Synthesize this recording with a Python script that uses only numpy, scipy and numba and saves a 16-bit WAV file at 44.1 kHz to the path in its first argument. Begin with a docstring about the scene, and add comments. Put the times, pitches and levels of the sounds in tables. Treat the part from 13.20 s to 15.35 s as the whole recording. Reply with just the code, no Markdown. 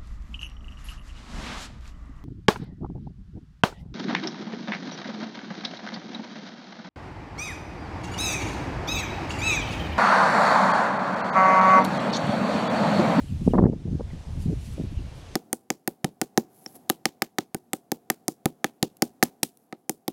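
"""Gusty wind under a turbine

Gusts buffet a small microphone port: brighter noise bursts, single eddies that slap it, a low rumble.
Behind them air rushes, grass hisses in swells and a few faint whistles fall far off: all shaped noise.
A gain control ducks when the level passes a threshold, most under the strongest gusts, then recovers."""
import sys
import numpy as np
from scipy import signal
from scipy.fft import rfft, irfft, next_fast_len
from scipy.io import wavfile
from scipy.ndimage import uniform_filter1d, map_coordinates
from numba import njit

SR = 44100
rng = np.random.default_rng(int(sys.argv[2]) if len(sys.argv) > 2 else 0)


def store_wav(level_fs):
    """Save 16-bit WAV to argv[1]."""
    pcm = np.round(np.clip(np.atleast_2d(level_fs), -1, 1) * 32767)
    wavfile.write(sys.argv[1], SR, pcm.T.astype(np.int16))


N = 94815
# All source levels are ahead of the gain control.


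def amp(db):
    """Decibels to gain."""
    return 10 ** (np.asarray(db) / 20)


def unit(x):
    """Scaled to rms 1."""
    return x / np.sqrt(np.mean(x ** 2) + 1e-20)


def colour(points, hz):
    """Gain at hz, interpolated between (Hz, dB) points on a log frequency axis."""
    point_hz, point_db = np.transpose(points)
    return amp(np.interp(np.log(hz + 1), np.log(point_hz + 1), point_db))


def curve(rows):
    """One value per sample from (s, value) rows."""
    return np.interp(np.arange(N) / SR, *np.transpose(rows))


def wobble(knots_per_s):
    """Smooth random curve through normally distributed knots."""
    knots = rng.standard_normal(4096)
    return map_coordinates(knots, [np.arange(N) * knots_per_s / SR], mode="wrap")


def filtered(x, response):
    """x with its spectrum multiplied by response(hz)."""
    size = next_fast_len(N + 8192)
    hz = np.fft.rfftfreq(size, 1 / SR)
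    return irfft(rfft(x, size) * response(hz), size)[:N]


PATCHY_DB = 1.26  # rms


def air(spectrum):
    """Turbulent air: coloured noise of rms 1, its gain patchy in time and frequency."""
    bins = signal.stft(rng.standard_normal(N), nperseg=512)[2]
    field = uniform_filter1d(rng.standard_normal(bins.shape), size=7, axis=0)
    field = uniform_filter1d(field, size=12, axis=1)
    patchy = signal.istft(bins * amp(PATCHY_DB * unit(field)), nperseg=512)[1][:N]
    return unit(filtered(patchy, lambda hz: colour(spectrum, hz)))


# Gusts on the port. Each row: start in seconds, length in seconds, level in dB, roll-off in Hz.
GUSTS = [ (0.031, 0.012, -39.5, 314), (0.086, 0.049, -30.5, 210), (0.208, 0.014, -26, 297),
         (0.261, 0.049, -22.5, 385), (0.273, 0.009, -21, 784), (0.34, 0.015, -15, 1090),
         (0.362, 0.052, -17.5, 575), (.379, 0.0034, -16.5, 1370), (0.386, 0.0077, -11, 1056),
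         (0.401, 0.081, -14, 546), (0.4205, 0.0035, -20, 1150), (0.437, 0.005, -11, 930),
         (0.453, .002, -18, 1376), (0.4642, 0.00193, -20, 1300), (0.506, 0.017, -20.5, 460),
         (0.526, 0.013, -21, 610), (0.538, 0.078, -30, 310), (0.654, 0.0385, -23.5, 349),
         (0.677, .006, -31, 617), (0.712, 0.04, -21, 361), (0.795, 0.0046, -26, 820),
         (.807, .005, -23, 810), (0.933, 0.0095, -31, 390), (1.071, 0.11, -31.5, 113),
         (1.163, 0.0092, -28.5, 243), (1.196, 0.032, -32, 150), (1.26, 0.04, -20.5, 263),
         (1.28, 0.0543, -29, 494), (1.477, 0.012, -31.5, 220), (1.577, 0.037, -28, 474),
         (1.636, 0.017, -30.5, 425), (1.717, 0.0052, -33, 296), (1.763, 0.036, -28, 92.6),
         (1.784, 0.021, -36.5, 336), (1.84, 0.016, -37, 240), (1.95, 0.029, -43.5, 125)]
# Gust spectrum before band limits. Each row: frequency in Hz, relative density in dB per Hz.
GUST_SPECTRUM = [(20, -6), (60, -4), (160, 4.5), (300, -4), (700, -14), (1300, -19), (2100, -19.5),
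                 (3000, -36)]
GUST_ATTACK_S, GUST_RELEASE_CYCLES = 0.0033, 3.37  # release time constant in cycles of the roll-off
GUST_LOW_SHARE, GUST_STEEPNESS = 0.19, 4.24  # lower edge over roll-off; order of the roll-off
GUST_FLUTTER_DB, GUST_FLUTTER_KNOTS_PER_S = 4.5, 250


def gusts():
    """Unsteady turbulent bursts; faster air has smaller eddies, reaches higher and dies sooner."""
    t, out = np.arange(N) / SR, np.zeros(N)
    for start_s, length_s, level_db, edge_hz in GUSTS:
        attack = np.clip((t - start_s) / GUST_ATTACK_S + .5, 0, 1)
        decay = np.clip((t - start_s - length_s) * edge_hz / GUST_RELEASE_CYCLES, 0, 20)
        shape = attack * np.exp(-decay)
        flutter = amp(GUST_FLUTTER_DB * wobble(GUST_FLUTTER_KNOTS_PER_S))
        force = shape * rng.standard_normal(N) * flutter

        def response(hz):
            """Gust spectrum between a lower edge and the roll-off."""
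            low_cut = hz / np.hypot(hz, GUST_LOW_SHARE * edge_hz)
            high_cut = 1 / np.hypot(1, (hz / edge_hz) ** GUST_STEEPNESS)
            return colour(GUST_SPECTRUM, hz) * low_cut * high_cut

        burst = filtered(force, response)
        # energy set by the envelope and level alone
        out += amp(level_db) * burst * np.linalg.norm(shape) / np.linalg.norm(burst)
    return out


# Single eddies that slap the port. Each row: time in seconds, peak in dB, centre in Hz.
SLAPS = [(.278, -4.5, 290), (.2825, -6.5, 186), (.337, -5, 444), (0.394, -0.5, 328), (.442, 0, 235),
         (0.4581, 3.5, 231), (0.467, -5, 372), (.499, -3, 217), (1.582, -21.5, 259), (1.599, -19.5, 310),
         (1.6118, -22, 268)]


def slaps():
    """One eddy gives one sharp pressure peak between two shallow troughs."""
    t, out = np.arange(N) / SR, np.zeros(N)
    for time_s, peak_db, centre_hz in SLAPS:
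        u = np.clip(2 * np.pi * centre_hz * (t - time_s) / 1.69, -20, 20)
        out += amp(peak_db) * (2 / np.cosh(u) ** 3 - 1 / np.cosh(u))
    return out


# Turbulence at the port. Each row: time in seconds, level in dB.
RUMBLE_LEVEL = [(0, -41), (.06, -40), (.1, -34), (.18, -32.5), (.25, -33), (.32, -22.5), (.46, -18.5),
                (.57, -33), (.73, -26.5), (.85, -30), (.99, -33.5), (1.04, -47), (1.09, -33.5),
                (1.32, -27.5), (1.42, -33), (1.57, -30.5), (1.83, -35.5), (1.92, -43), (2.15, -45.5)]
# Rumble spectrum. Each row: frequency in Hz, relative density in dB per Hz.
RUMBLE_SPECTRUM = [(10, -24), (30, 0.5), (70, 4), (130, -1.5), (190, -11.5), (280, -19.5), (450, -35),
                   (900, -75), (2000, -120)]
RUMBLE_LUMPS_DB, RUMBLE_KNOTS_PER_S = 0.5, 28.045


def rumble():
    """Large slow eddies push on the port all the time."""
    lumps = amp(RUMBLE_LUMPS_DB * wobble(RUMBLE_KNOTS_PER_S))
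    return unit(air(RUMBLE_SPECTRUM) * lumps) * amp(curve(RUMBLE_LEVEL))


# Rush of air. Each row: time in seconds, level in dB.
RUSH_LEVEL = [(0, -56), (.3, -52.5), (.6, -49), (.95, -46.5), (1.3, -50.5), (1.7, -51.5), (2.15, -46.5)]
# Rush spectrum. Each row: frequency in Hz, relative density in dB per Hz.
RUSH_SPECTRUM = [(100, 5), (350, -1), (540, -0.5), (750, -3.5), (1200, -10), (2000, -14), (3200, -17),
                 (6000, -17.5), (10000, -29), (15500, -51.5)]


def rush():
    """Broad rush of wind and rotor: coloured noise whose level drifts."""
    return air(RUSH_SPECTRUM) * amp(curve(RUSH_LEVEL))


# Swells of the high hiss. Each row: time in seconds, level in dB before flutter.
HISS_LEVEL = [(0, -58), (.07, -60.5), (.19, -63.5), (.28, -57), (.36, -64.5), (.6, -68.5), (1.1, -65.5),
              (1.17, -63), (1.22, -54), (1.27, -61.5), (1.395, -59.5), (1.455, -52.5), (1.51, -57),
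              (1.54, -55.5), (1.66, -65), (1.92, -68), (1.99, -64), (2.15, -69.5)]
# Hiss spectrum. Each row: frequency in Hz, relative density in dB per Hz.
HISS_SPECTRUM = [(1000, -26), (3000, -4.5), (5000, 2.5), (8000, 1.5), (11000, -1), (13000, -9.5),
                 (15500, -14)]
HISS_FLUTTER_DB, HISS_KNOTS_PER_S = 1.4, 39.64


def hiss():
    """Grass hiss: high noise that swells and flutters."""
    level_db = curve(HISS_LEVEL) + HISS_FLUTTER_DB * wobble(HISS_KNOTS_PER_S)
    return air(HISS_SPECTRUM) * amp(level_db)


# Rustle in the middle treble. Each row: time in seconds, level in dB.
RUSTLE_LEVEL = [(0, -59.5), (.3, -60), (.7, -63), (1.2, -60), (1.46, -57), (1.8, -59), (2.15, -60)]
# Rustle spectrum. Each row: frequency in Hz, relative density in dB per Hz.
RUSTLE_SPECTRUM = [(800, -13), (1800, -1), (2800, 3), (4200, -1), (7000, -22.5), (14000, -36.5)]


def rustle():
    """Middle-treble noise that swells gently."""
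    return air(RUSTLE_SPECTRUM) * amp(curve(RUSTLE_LEVEL))


# Faint whistles. Each row: start in seconds, length in seconds, starting pitch in Hz, level in dB.
WHISTLES = [(0.066, 0.056, 3470, -60), (0.295, 0.045, 3400, -54.5), (0.895, 0.025, 2280, -53),
            (.93, 0.03, 2034, -55), (1.443, 0.051, 2685, -64), (1.757, .05, 3440, -58.5)]
WHISTLE_FALL_OCT_PER_S, WHISTLE_KNOTS_PER_S = 9, 330  # more knots: a wider, airier band


def whistles():
    """Narrow, airy bands of noise that slide down in pitch."""
    t, out = np.arange(N) / SR, np.zeros(N)
    for start_s, length_s, start_hz, level_db in WHISTLES:
        age_s = np.clip(t - start_s, 0, length_s)
        pitch_hz = start_hz * 2 ** (-WHISTLE_FALL_OCT_PER_S * age_s)
        phase = 2 * np.pi * np.cumsum(pitch_hz) / SR
        tone = wobble(WHISTLE_KNOTS_PER_S) * np.cos(phase) + wobble(WHISTLE_KNOTS_PER_S) * np.sin(phase)
        out += amp(level_db) * np.sin(np.pi * age_s / length_s) * tone
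    return out


def scene():
    """The buffeting and the open air at one microphone."""
    buffeting = gusts() + slaps() + rumble()
    open_air = rush() + hiss() + rustle() + whistles()
    return (buffeting + open_air)[None]


@njit
def follow(wanted, rise_samples, fall_samples):
    """One-pole follower with separate time constants for rise and fall."""
    out, state = np.zeros(len(wanted)), 0.
    for i in range(len(wanted)):
        state += (wanted[i] - state) / (rise_samples if wanted[i] > state else fall_samples)
        out[i] = state
    return out


THRESHOLD_DB, SQUEEZE_DB_PER_DB, DUCK_S, RECOVER_S = -25.5, 0.8, 0.14, 0.35
TOP_HZ = 15700


def record(dry):
    """Gain control turns loud gusts down; nothing passes above the band limit."""
    x = dry[0]
    power = np.abs(uniform_filter1d(x ** 2, size=900))
    level_db = 10 * np.log10(power + 1e-12)
    wanted_db = SQUEEZE_DB_PER_DB * np.maximum(level_db - THRESHOLD_DB, 0)
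    duck_db = follow(wanted_db, DUCK_S * SR, RECOVER_S * SR)
    return filtered(x * amp(-duck_db), lambda hz: hz < TOP_HZ)[None]


dry = scene()
out = record(dry)
store_wav(out)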